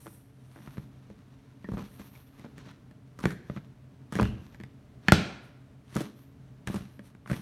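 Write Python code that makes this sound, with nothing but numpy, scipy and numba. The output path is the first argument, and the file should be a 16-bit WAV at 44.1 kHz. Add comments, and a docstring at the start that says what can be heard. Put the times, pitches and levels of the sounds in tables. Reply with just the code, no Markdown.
"""Cracks, knocks and thumps of a soft, half-empty plastic ball squashed by a bare foot on tiles, close by.
Each shell buckle is a filtered noise tick plus damped modes of the snapping patch and of the whole wall.
One large dent pops through as a pressure pulse; deep thuds are low damped modes with a noise rumble.
Skin slides and hisses as coloured noise; air rushes from folds as noise bands with sinking centres.
A small humming room answers: echoes, a noise-built reverberation, low rumble and wavering hum tones."""
import sys
import numpy as np
from scipy import signal
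from scipy.fft import rfft, irfft, next_fast_len
from scipy.io import wavfile
from scipy.ndimage import uniform_filter1d
from numba import njit

SR = 44100
rng = np.random.default_rng(int(sys.argv[2]) if len(sys.argv) > 2 else 0)


def store_wav(level_fs):
    """Save 16-bit WAV to argv[1]."""
    pcm = np.round(np.clip(np.atleast_2d(level_fs), -1, 1) * 32767)
    wavfile.write(sys.argv[1], SR, pcm.T.astype(np.int16))


N = 326781
TIME = np.arange(N) / SR

# clear shell buckles: start_s, thump_db, thump_hz, knock_db, knock_hz, crack_db, crumple_length_s
BUCKLES = [(0.06, -38, 293, -43, 1330, -55, 0), (0.067, -39, 324, -32, 1150, -46, .01),
           (0.56, -43, 286, -41, 1430, -62, .03), (0.6746, -33, 139, -33, 1270, -58.5, 0),
           (0.771, -35, 204, -38, 1520, -58, 0), (0.78, -27, 133, -38.5, 1630, -57, 0),
           (1.101, -35, 175, -52, 1030, -62, .02), (1.6438, -32, 179, -39, 1780, -58, 0),
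           (1.688, -24.5, 190, -41, 1120, -60, 0), (1.718, -24.5, 108, -52, 1100, -50, 0),
           (1.736, -24, 108, -54, 1480, -51, .012), (1.771, -26.5, 159, -29, 1130, -60, 0),
           (1.779, -29.5, 185, -29, 930, -49, .045), (1.997, -36, 142, -40, 1380, -49, .024),
           (2.152, -50, 170, -44, 2200, -54, .01), (2.3952, -41, 149, -42, 1980, -49, 0),
           (2.445, -34, 185, -41, 1360, -66, .018), (2.5806, -38, 154, -37.5, 1730, -45.5, .012),
           (2.6618, -39, 182, -44, 1720, -57, 0), (2.7125, -59, 173, -40.5, 1420, -51, 0),
           (2.9112, -43, 180, -46, 1690, -56, 0), (3.1896, -36.5, 135, -31.5, 1170, -40, .02),
           (3.239, -19.5, 175, -22.5, 1480, -44, 0), (3.2545, -24, 360, -24, 620, -55, 0),
           (3.2555, -12, 152, -11, 1400, -29, 0), (3.306, -42, 179, -27.5, 1260, -39.5, .028),
           (3.4983, -23, 150, -28, 1190, -66, 0), (3.563, -29.5, 132, -31, 1220, -60, .02),
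           (4.124, -27.5, 162, -27, 1200, -34.5, .014), (4.154, -21, 174.5, -23, 1594, -34, .018),
           (4.1885, -20, 234.7, -16.5, 1150, -46, .008), (4.1974, -12.5, 195.9, -8, 950, -57, 0),
           (4.211, -20.5, 226, -40, 1290, -30.5, 0), (4.219, -13.5, 109.4, -20, 1180, -42, 0),
           (4.2291, -17, 120.2, -21, 1500, -32, 0), (4.254, -33, 110.3, -24.5, 1370, -55, 0),
           (4.546, -39.5, 130, -37.5, 1600, -52.5, 0), (4.6011, -33.5, 156.6, -35.5, 1700, -52.5, .014),
           (4.6358, -34.5, 124, -32.5, 1900, -47.5, 0), (5.0839, -12.5, 158.4, 0.5, 1670, -25, 0),
           (5.1212, -5.5, 160.2, 3.5, 1400, -10.5, 0), (5.952, -38, 183, -47, 1403, -32, .008),
           (5.959, -18, 158, -36, 1400, -46, 0.0016), (5.9653, -21.5, 200, -18, 1170, -29, .008),
           (6.006, -22.5, 277, -42, 1400, -32, .012), (6.6729, -24, 124, -20.5, 1590, -32, .012),
           (6.699, -23, 172, -45, 1060, -51, 0), (6.743, -24, 181, -29.5, 1033, -36.5, .024),
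           (6.993, -33.5, 201, -36, 1620, -51, 0), (7.1497, -43.5, 160, -43.5, 1440, -59, 0),
           (7.26, -48, 182, -32, 1120, -65, 0), (7.275, -42, 184, -32, 1430, -45.5, 0),
           (7.299, -27, 139, -24.5, 1350, -48, .012), (7.3144, -17, 135, -25.5, 1450, -39, .008),
           (7.3305, -27, 210, -27, 1690, -49, .02)]
# modes of the whole wall: multiple of thump_hz, level_db, t60_s
WALL_MODES = [(0.619, -9.5, 0.055), (1.002, 2, 0.037), (1.502, -13, 0.039), (2.3, -12, .022),
              (3.601, -9.5, 0.0086), (4.6, -19.5, 0.019)]
# modes of the snapping patch: multiple of knock_hz, level_db, t60_s
PATCH_MODES = [(.45, -10.5, 0.011), (0.838, -11, 0.013), (1.029, -1, 0.012), (1.201, -19, 0.022),
               (1.7, -15.5, .008), (2.5, -14.5, 0.0087)]
# weaker snaps that follow a buckle
CRUMPLE_GAP_S, CRUMPLE_DB, CRUMPLE_FADE_DB_PER_S = .006, -4.5, 125
# small creases under the sole: rate at a full push; ten times rarer per CREASE_THINNING_DB drop in rub
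CREASES_PER_S, FULL_PUSH_DB, CREASE_THINNING_DB = 45, -45, 29
# crease levels relative to the rub level; median pitches, pitch spread as a log ratio
CREASE_THUMP_DB, CREASE_KNOCK_DB, CREASE_CRACK_DB, CREASE_SPREAD_DB = 12, 6, -5, 2.5
CREASE_THUMP_HZ, CREASE_KNOCK_HZ, CREASE_PITCH_SPREAD = 178.3, 1402, .2
THUMP_LAG_S = .0005  # the wall starts to move just after the patch flips
# large dent popping through, one row: start_s, level_db, pulse_time_constant_s
POP = (5.1215, 6.6, 0.00027)
# foot or ball landing on the floor, and the low wall boom of the big pop: start_s, level_db, pitch_hz, t60_s
THUDS = [(4.224, -24, 69, 0.19), (4.239, -29.5, 96, 0.38), (5.1223, -13, 99.8, 0.055),
         (6.741, -31, 89.2, 0.14)]
# hollow ball and the air inside: pitch_hz, width_hz, level_db
CAVITY_MODES = [(100, 14, -6), (195, 22, -10), (586, 45, -1), (1700, 350, -9)]
# sole strokes, levels before the trims in sliding():
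# start_s, swell_s, hold_s, fade_s, rub_db, hiss_db, hiss_centre_hz
STROKES = [(0, 0.0043, .14, 0.19, -65.5, -59, 10000), (0.24, 0.32, .22, 0.2, -59.5, -67, 10600),
           (0.843, 0.098, 0.58, 0.23, -70, -86, 9910), (1.57, .2, 0.058, 0.11, -53.5, -66, 11850),
           (1.71, 0.25, .2, .36, -61, -62, 11520), (1.96, .035, .025, .06, -54, -78, 11600),
           (2.22, .17, .01, 0.17, -60, -76, 9900), (2.4, .035, .015, .05, -56, -88, 10000),
           (2.55, 0.016, .12, 0.19, -58, -86.5, 9500), (3.165, 0.076, 0.064, 0.091, -48.5, -58.5, 10250),
           (3.395, 0.089, 0.076, 0.21, -60, -73.5, 11240), (4.108, 0.032, 0.091, 0.17, -45, -61, 9800),
           (4.278, .16, .1, 0.28, -63.5, -75, 11900), (5.01, 0.051, 0.065, .12, -51, -72.5, 10000),
           (5.392, 0.043, .02, 0.11, -84.5, -72, 9940), (5.884, 0.091, 0.032, 0.12, -42.5, -53.5, 10000),
           (6.108, .08, 0.032, .15, -69, -67, 12060), (6.663, 0.017, 0.093, 0.15, -47, -58.5, 10000),
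           (6.85, 0.077, 0.022, .12, -66.5, -71, 11230), (7.005, 0.052, .02, 0.053, -59.5, -65.5, 9700),
           (7.253, 0.048, 0.062, .16, -48, -56.5, 10200)]
SWELL_DB = 23.5  # rise over swell_s, equal fall over fade_s
# the hiss climbs as the skin tightens on the shell: total rise, tanh time constant
HISS_RISE_HZ, HISS_RISE_S = 1611, .07
REST_RUB_DB, REST_HISS_DB, REST_HISS_HZ = -79, -85.5, 9900  # foot barely moving, before the same trims
# rub spectrum: freq_hz, level_db
RUB_SPECTRUM = [(60, -10), (150, 5.5), (300, 2.5), (600, 1.5), (1000, 8), (1600, 4), (2500, 1),
                (4200, -1.5), (5000, -8), (5900, -3.5), (7200, -14), (15000, -29)]
# narrow gap between sole and shell, colouring the hiss: freq_hz, level_db
GAP_SPECTRUM = [(2800, -1), (4000, 9.5), (4900, -3), (5750, 9.5), (6700, -3), (8000, -2.5), (9400, 2),
                (10400, -4.5), (11300, -1), (12600, 1.5), (13500, -4), (15500, -6)]
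# air squeezed through folds: start_s, level_db, start_centre_hz, width_hz (before scaling), t60_s
RUSHES = [(1.644, -44.5, 1820, 245, 0.095), (3.261, -50, 1770, 396, 0.65), (4.229, -46, 2830, 550, 0.42),
          (5.095, -33.5, 1760, 451, 0.099), (5.124, -31.5, 3600, 3600, 0.3), (5.13, -36, 2463, 1200, 0.65)]
# first reflections, tiles and nearest walls: delay_s, level_db
ECHOES = [(.0009, -15.5), (0.015, -17), (0.0342, -25.5)]
# room response: band_hz, level_db, t60_s
ROOM_BANDS = [(59.4, -6.5, 0.51), (130, -8.5, 0.4), (250, -7, 0.56), (500, -12, 0.66), (977, -19.5, 0.81),
              (2038, -13.5, 0.71), (4000, -9, 0.66), (5800, -12, .62), (8000, -13, 0.52), (14570, -16, .3)]
# indoor rumble spectrum: freq_hz, relative level_db
AIR_SPECTRUM = [(15, -50.5), (30, -24), (45, -12.5), (134, -3), (157, -8.5), (263, -9.5), (354, -22),
                (439, -16.5), (516, -29), (591, -22), (796, -29), (1400, -32), (16000, -56.5)]
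# hum tones: pitch_hz, level_db (rms, before wavering)
HUM_TONES = [(129.2, -57.5), (274.5, -66.5), (592, -82.5)]
AIR_DB = -55  # rms, before wavering
TOP_HZ = 16000


def thump(t, hz, glide=1.84, glide_s=0.0011, swell_s=0.00066, slap_db=-19, slap_hz=520, slap_s=0.0049):
    """The whole wall wobbles; every dent has another shape, so its overtones lie a little differently."""
    wall = 0
    for multiple, db, t60_s in WALL_MODES:
        detune = 1 + 0.028 * multiple * rng.standard_normal()
        wall = wall + undb(db) * ring(t, hz * multiple * detune, t60_s, glide, glide_s)
    slap = noise_band(t, slap_hz, 410) * np.exp(-t / slap_s)
    return (undb(slap_db) * slap - wall) * (1 - np.exp(-t / swell_s))


def knock(t, hz, glide=1.57, glide_s=0.00029, snap_s=0.00071, flutter_db=-22, flutter_s=0.0064, reach=3.6):
    """A small patch flips, rings and flutters; soft plastic passes little far above its pitch."""
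    patch = 0
    for multiple, db, t60_s in PATCH_MODES:
        detune = 1 + .02 * rng.standard_normal()
        patch = patch + undb(db) * ring(t, hz * multiple * detune, t60_s, glide, glide_s)
    flutter = noise_band(t, hz, 860) * np.exp(-t / flutter_s)
    snap = (patch + undb(flutter_db) * flutter) * (1 - np.exp(-t / snap_s))
    return lowpass(snap, reach * hz)


def crack(t, decay_s=0.0015, low_hz=2800, top_hz=9000):
    """The sharp tick of a crease giving way: a decaying noise burst."""
    burst = rng.standard_normal(len(t)) * np.exp(-t / decay_s)
    return lowpass(highpass(burst, low_hz), top_hz)


def buckles(rows):
    """Each buckle is a crack, a knock and a thump."""
    out = np.zeros(N)
    thump_t, knock_t = TIME[:SR // 14], TIME[:SR // 30]
    for start_s, thump_db, thump_hz, knock_db, knock_hz, crack_db, *_ in rows:
        add(out, min(start_s + THUMP_LAG_S, TIME[-1]), undb(thump_db) * thump(thump_t, thump_hz))
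        snap = undb(knock_db) * knock(knock_t, knock_hz) + undb(crack_db) * crack(knock_t)
        add(out, start_s, snap)
    return out


def crumples():
    """A buckle may run on along its fold as a few weaker snaps, in the columns of BUCKLES."""
    rows = []
    for start_s, thump_db, thump_hz, knock_db, knock_hz, crack_db, length_s in BUCKLES:
        for k, (place, *chance) in enumerate(rng.uniform(-1, 1, size=(12, 5))):
            age_s = (k + 1 + .7 * place) * CRUMPLE_GAP_S
            if age_s < length_s:
                fall_db = CRUMPLE_DB - CRUMPLE_FADE_DB_PER_S * age_s
                low_db, high_db = fall_db + CREASE_SPREAD_DB * np.array(chance[:2])
                wall_ratio, patch_ratio = np.exp(CREASE_PITCH_SPREAD * np.array(chance[2:]))
                rows.append((start_s + age_s, thump_db + low_db, thump_hz * wall_ratio,
                             knock_db + high_db, knock_hz * patch_ratio, crack_db + high_db))
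    return rows


def creases(rub_level_db):
    """Small random buckles, BUCKLES columns: the harder the sole rubs, the more and the louder."""
    count = int(CREASES_PER_S * TIME[-1])
    rows = []
    for k, (place, luck, *chance) in enumerate(rng.random((1000, 7))[:count]):
        start_s = (k + place) / CREASES_PER_S
        push_db = rub_level_db[int(start_s * SR)]
        if luck < 10 ** ((push_db - FULL_PUSH_DB) / CREASE_THINNING_DB):
            scatter = np.sqrt(3) * (2 * np.array(chance) - 1)  # uniform, spread 1
            thump_db, knock_db, crack_db = push_db + CREASE_SPREAD_DB * scatter[:3]
            wall_ratio, patch_ratio = np.exp(CREASE_PITCH_SPREAD * scatter[3:])
            rows.append((start_s, thump_db + CREASE_THUMP_DB, CREASE_THUMP_HZ * wall_ratio,
                         knock_db + CREASE_KNOCK_DB, CREASE_KNOCK_HZ * patch_ratio,
                         crack_db + CREASE_CRACK_DB))
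    return rows


def pop(top_hz=5400):
    """The large dent turns inside out: a steep pressure front, then a longer suction."""
    out = np.zeros(N)
    start_s, db, length_s = POP
    age = TIME[:SR // 100] / length_s
    add(out, start_s, undb(db) * lowpass((1 - age) * np.exp(-age), top_hz))
    return out


def deep_thuds(rise_s=0.00067, rumble_db=-6, rumble_width_hz=70):
    """Foot or ball landing on the floor, and the pop's low wall boom: a mode and a rumble of twice its t60."""
    out, t = np.zeros(N), TIME[:SR // 2]
    for start_s, db, hz, t60_s in THUDS:
        rumble = undb(rumble_db) * noise_band(t, hz, rumble_width_hz) * decay(t, 2 * t60_s)
        add(out, start_s, undb(db) * (ring(t, hz, t60_s) + rumble) * (1 - np.exp(-t / rise_s)))
    return out


def footwork():
    """Rub dB, hiss dB and hiss centre Hz over time: every stroke swells, holds and dies away."""
    rub_power = np.full(N, undb(REST_RUB_DB) ** 2)
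    hiss_power = np.full(N, undb(REST_HISS_DB) ** 2)
    weighted_hz = hiss_power * REST_HISS_HZ
    for start_s, swell_s, hold_s, fade_s, rub_db, hiss_db, hz in STROKES:
        age_s = TIME - start_s - swell_s  # zero at the end of the swell
        shape_db = SWELL_DB * (np.minimum(age_s, 0) / swell_s - np.maximum(age_s - hold_s, 0) / fade_s)
        power = undb(np.maximum(shape_db, -120)) ** 2
        skin_power = power * undb(hiss_db) ** 2
        rub_power = rub_power + power * undb(rub_db) ** 2
        hiss_power = hiss_power + skin_power
        weighted_hz = weighted_hz + skin_power * (hz + HISS_RISE_HZ * np.tanh(age_s / HISS_RISE_S) / 2)
    return 10 * np.log10(rub_power), 10 * np.log10(hiss_power), weighted_hz / hiss_power


def sliding(rub_level_db, hiss_level_db, centre_hz, slips_per_s=420, spread_db=3, rub_trim_db=-2.5,
            slip_weight=0.82, hiss_trim_db=-2, hiss_stage_width_hz=8400):
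    """Tiny slips of the sole tick on the shell while dry skin hisses high above them."""
    ticks = (rng.random(N) < slips_per_s / SR) * rng.standard_normal(N)
    slips = ticks * undb(spread_db * np.minimum(rng.exponential(size=N), 3))
    grip_db = 2 * walk(45)
    rub = unit(colour(slip_weight * unit(slips) + rng.standard_normal(N), RUB_SPECTRUM))
    rub = rub * undb(rub_level_db + rub_trim_db + grip_db)
    centre_hz = np.clip(centre_hz, 6000, 15000)
    hiss = bandpass(rng.standard_normal(N), centre_hz, hiss_stage_width_hz)
    hiss = unit(bandpass(hiss, centre_hz, hiss_stage_width_hz))
    hiss = hiss * undb(hiss_level_db + hiss_trim_db + grip_db / 2)
    return rub + colour(hiss, GAP_SPECTRUM)


def rushes(rise_s=0.0086, sag_per_s=0.11, width_scale=0.81):
    """Air escapes between the folds: narrow or broad noise bands, centres sinking as pressure drops."""
    out, t = np.zeros(N), TIME[:SR * 3 // 4]
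    for start_s, db, hz, width_hz, t60_s in RUSHES:
        centre_hz = hz * np.exp(-sag_per_s * t)
        air = bandpass(rng.standard_normal(len(t)), centre_hz, width_scale * width_hz)
        air = unit(bandpass(air, centre_hz, width_scale * width_hz))
        add(out, start_s, undb(db) * air * (1 - np.exp(-t / rise_s)) * decay(t, t60_s))
    return out


def room(build_s=0.0054, early_db=4, early_s=0.015):
    """Dense early reflections, then a noise tail with its own decay in each band."""
    t = TIME[:SR]
    hz, db, t60_s = np.transpose(ROOM_BANDS)
    log_f = np.log(np.maximum(np.fft.rfftfreq(SR, 1 / SR), 1))
    noise, response = rfft(rng.standard_normal(SR)), 0
    build = (1 + undb(early_db) * np.exp(-t / early_s)) * (1 - np.exp(-(t / build_s) ** 2))
    for share, band_db, band_t60_s in zip(np.eye(len(hz)), db, t60_s):
        fade = decay(t, band_t60_s) * build
        band = irfft(noise * np.interp(log_f, np.log(hz), share), SR)
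        response = response + undb(band_db) * band * fade / np.linalg.norm(fade)
    return response


def background():
    """Low indoor rumble and hum tones wavering in level and phase."""
    out = unit(colour(rng.standard_normal(N), AIR_SPECTRUM)) * undb(AIR_DB + walk(3.8))
    for hz, db in HUM_TONES:
        level = np.sqrt(2) * undb(db + 2.1 * walk(13))
        out = out + level * np.sin(2 * np.pi * hz * TIME + .5 * walk(2.6))
    return out


def undb(db):
    """Decibels to gain."""
    return 10 ** (np.asarray(db) / 20)


def unit(x):
    """Scale to an rms of 1."""
    return x / np.sqrt(np.mean(x ** 2))


def add(track, start_s, sound):
    """Mix a sound into the track at a given time."""
    i = int(start_s * SR)
    track[i:i + len(sound)] += sound[:N - i]


def decay(t, t60_s):
    """Exponential fade by 60 dB in t60_s."""
    return np.exp(-np.log(1000) * t / t60_s)


def swept(t, glide, glide_s):
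    """Bending-wave time: the fast ripples arrive first, so each ring starts high and falls."""
    return t + glide * glide_s * (1 - np.exp(-t / glide_s))


def ring(t, hz, t60_s, glide=0, glide_s=1):
    """One damped mode whose pitch may fall into place."""
    return np.sin(2 * np.pi * hz * swept(t, glide, glide_s)) * decay(t, t60_s)


def walk(rate_hz):
    """Smooth random wander, rms 1."""
    k = max(int(SR / rate_hz), 1)
    steps = np.repeat(rng.standard_normal(N // k + 1), k)
    return unit(uniform_filter1d(steps, k)[:N])


def colour(x, points):
    """Shape a signal with a spectrum of (freq_hz, level_db) points."""
    hz, db = np.transpose(points)
    size = next_fast_len(len(x), True)
    f = np.maximum(np.fft.rfftfreq(size, 1 / SR), 1)
    gain = undb(np.interp(np.log(f), np.log(hz), db))
    return irfft(rfft(x, size) * gain, size)[:len(x)]


def highpass(x, hz, order=2):
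    """Butterworth high-pass."""
    return signal.sosfilt(signal.butter(order, hz, "high", fs=SR, output="sos"), x)


def lowpass(x, hz, order=2):
    """Butterworth low-pass."""
    return signal.sosfilt(signal.butter(order, min(hz, SR / 2 - 1), fs=SR, output="sos"), x)


def resonate(x, hz, width_hz):
    """One fixed resonance, gain 1 at its centre."""
    return signal.lfilter(*signal.iirpeak(hz, hz / width_hz, fs=SR), x)


def noise_band(t, hz, width_hz):
    """Noise through two equal resonances, each twice width_hz wide; rms 1."""
    noise = rng.standard_normal(len(t))
    return unit(resonate(resonate(noise, hz, 2 * width_hz), hz, 2 * width_hz))


@njit
def bandpass(x, hz, width_hz):
    """State-variable band-pass whose centre moves."""
    y, band, low = np.empty(len(x)), 0., 0.
    for i in range(len(x)):
        g, k = np.tan(np.pi * hz[i] / SR), width_hz / hz[i]
        v = (band + g * (x[i] - low)) / (1 + g * (g + k))
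        band, low, y[i] = 2 * v - band, low + 2 * g * v, k * v
    return y


def delayed(x, delay_s):
    """The same sound a moment later."""
    return np.interp(TIME - delay_s, TIME, x, left=0)


def scene(pop_room_db=6, slide_room_db=-4):
    """The ball close by, and the room around it."""
    rub_level_db, hiss_level_db, hiss_centre_hz = footwork()
    bang = pop()
    slide = sliding(rub_level_db, hiss_level_db, hiss_centre_hz) + rushes()
    thuds, quiet, response = deep_thuds(), background(), room()
    hits = buckles(BUCKLES + crumples() + creases(rub_level_db)) + 1e-18  # offset avoids denormals
    cavity = sum(undb(db) * resonate(hits + bang, hz, width_hz) for hz, width_hz, db in CAVITY_MODES)
    ball = hits + thuds + cavity
    echoes = sum(undb(db) * delayed(ball, delay_s) for delay_s, db in ECHOES)
    # the big dent faces upward and sends most of its pulse into the room
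    room_feed = ball + undb(pop_room_db) * bang + undb(slide_room_db) * slide
    wet = signal.fftconvolve(room_feed, response)[:N]
    return (highpass(ball + bang + slide + echoes + wet, 43, order=4) + quiet)[None]


def record(dry):
    """High-pass, soft ceiling that flattens the highest peaks, steep cut of the top."""
    ceiling = .69
    x = highpass(dry, 21, order=3) / ceiling
    x = ceiling * x / (1 + x ** 6) ** (1 / 6)
    return signal.sosfilt(signal.ellip(8, .2, 70, TOP_HZ, fs=SR, output="sos"), x)


dry = scene()
out = record(dry)
store_wav(out)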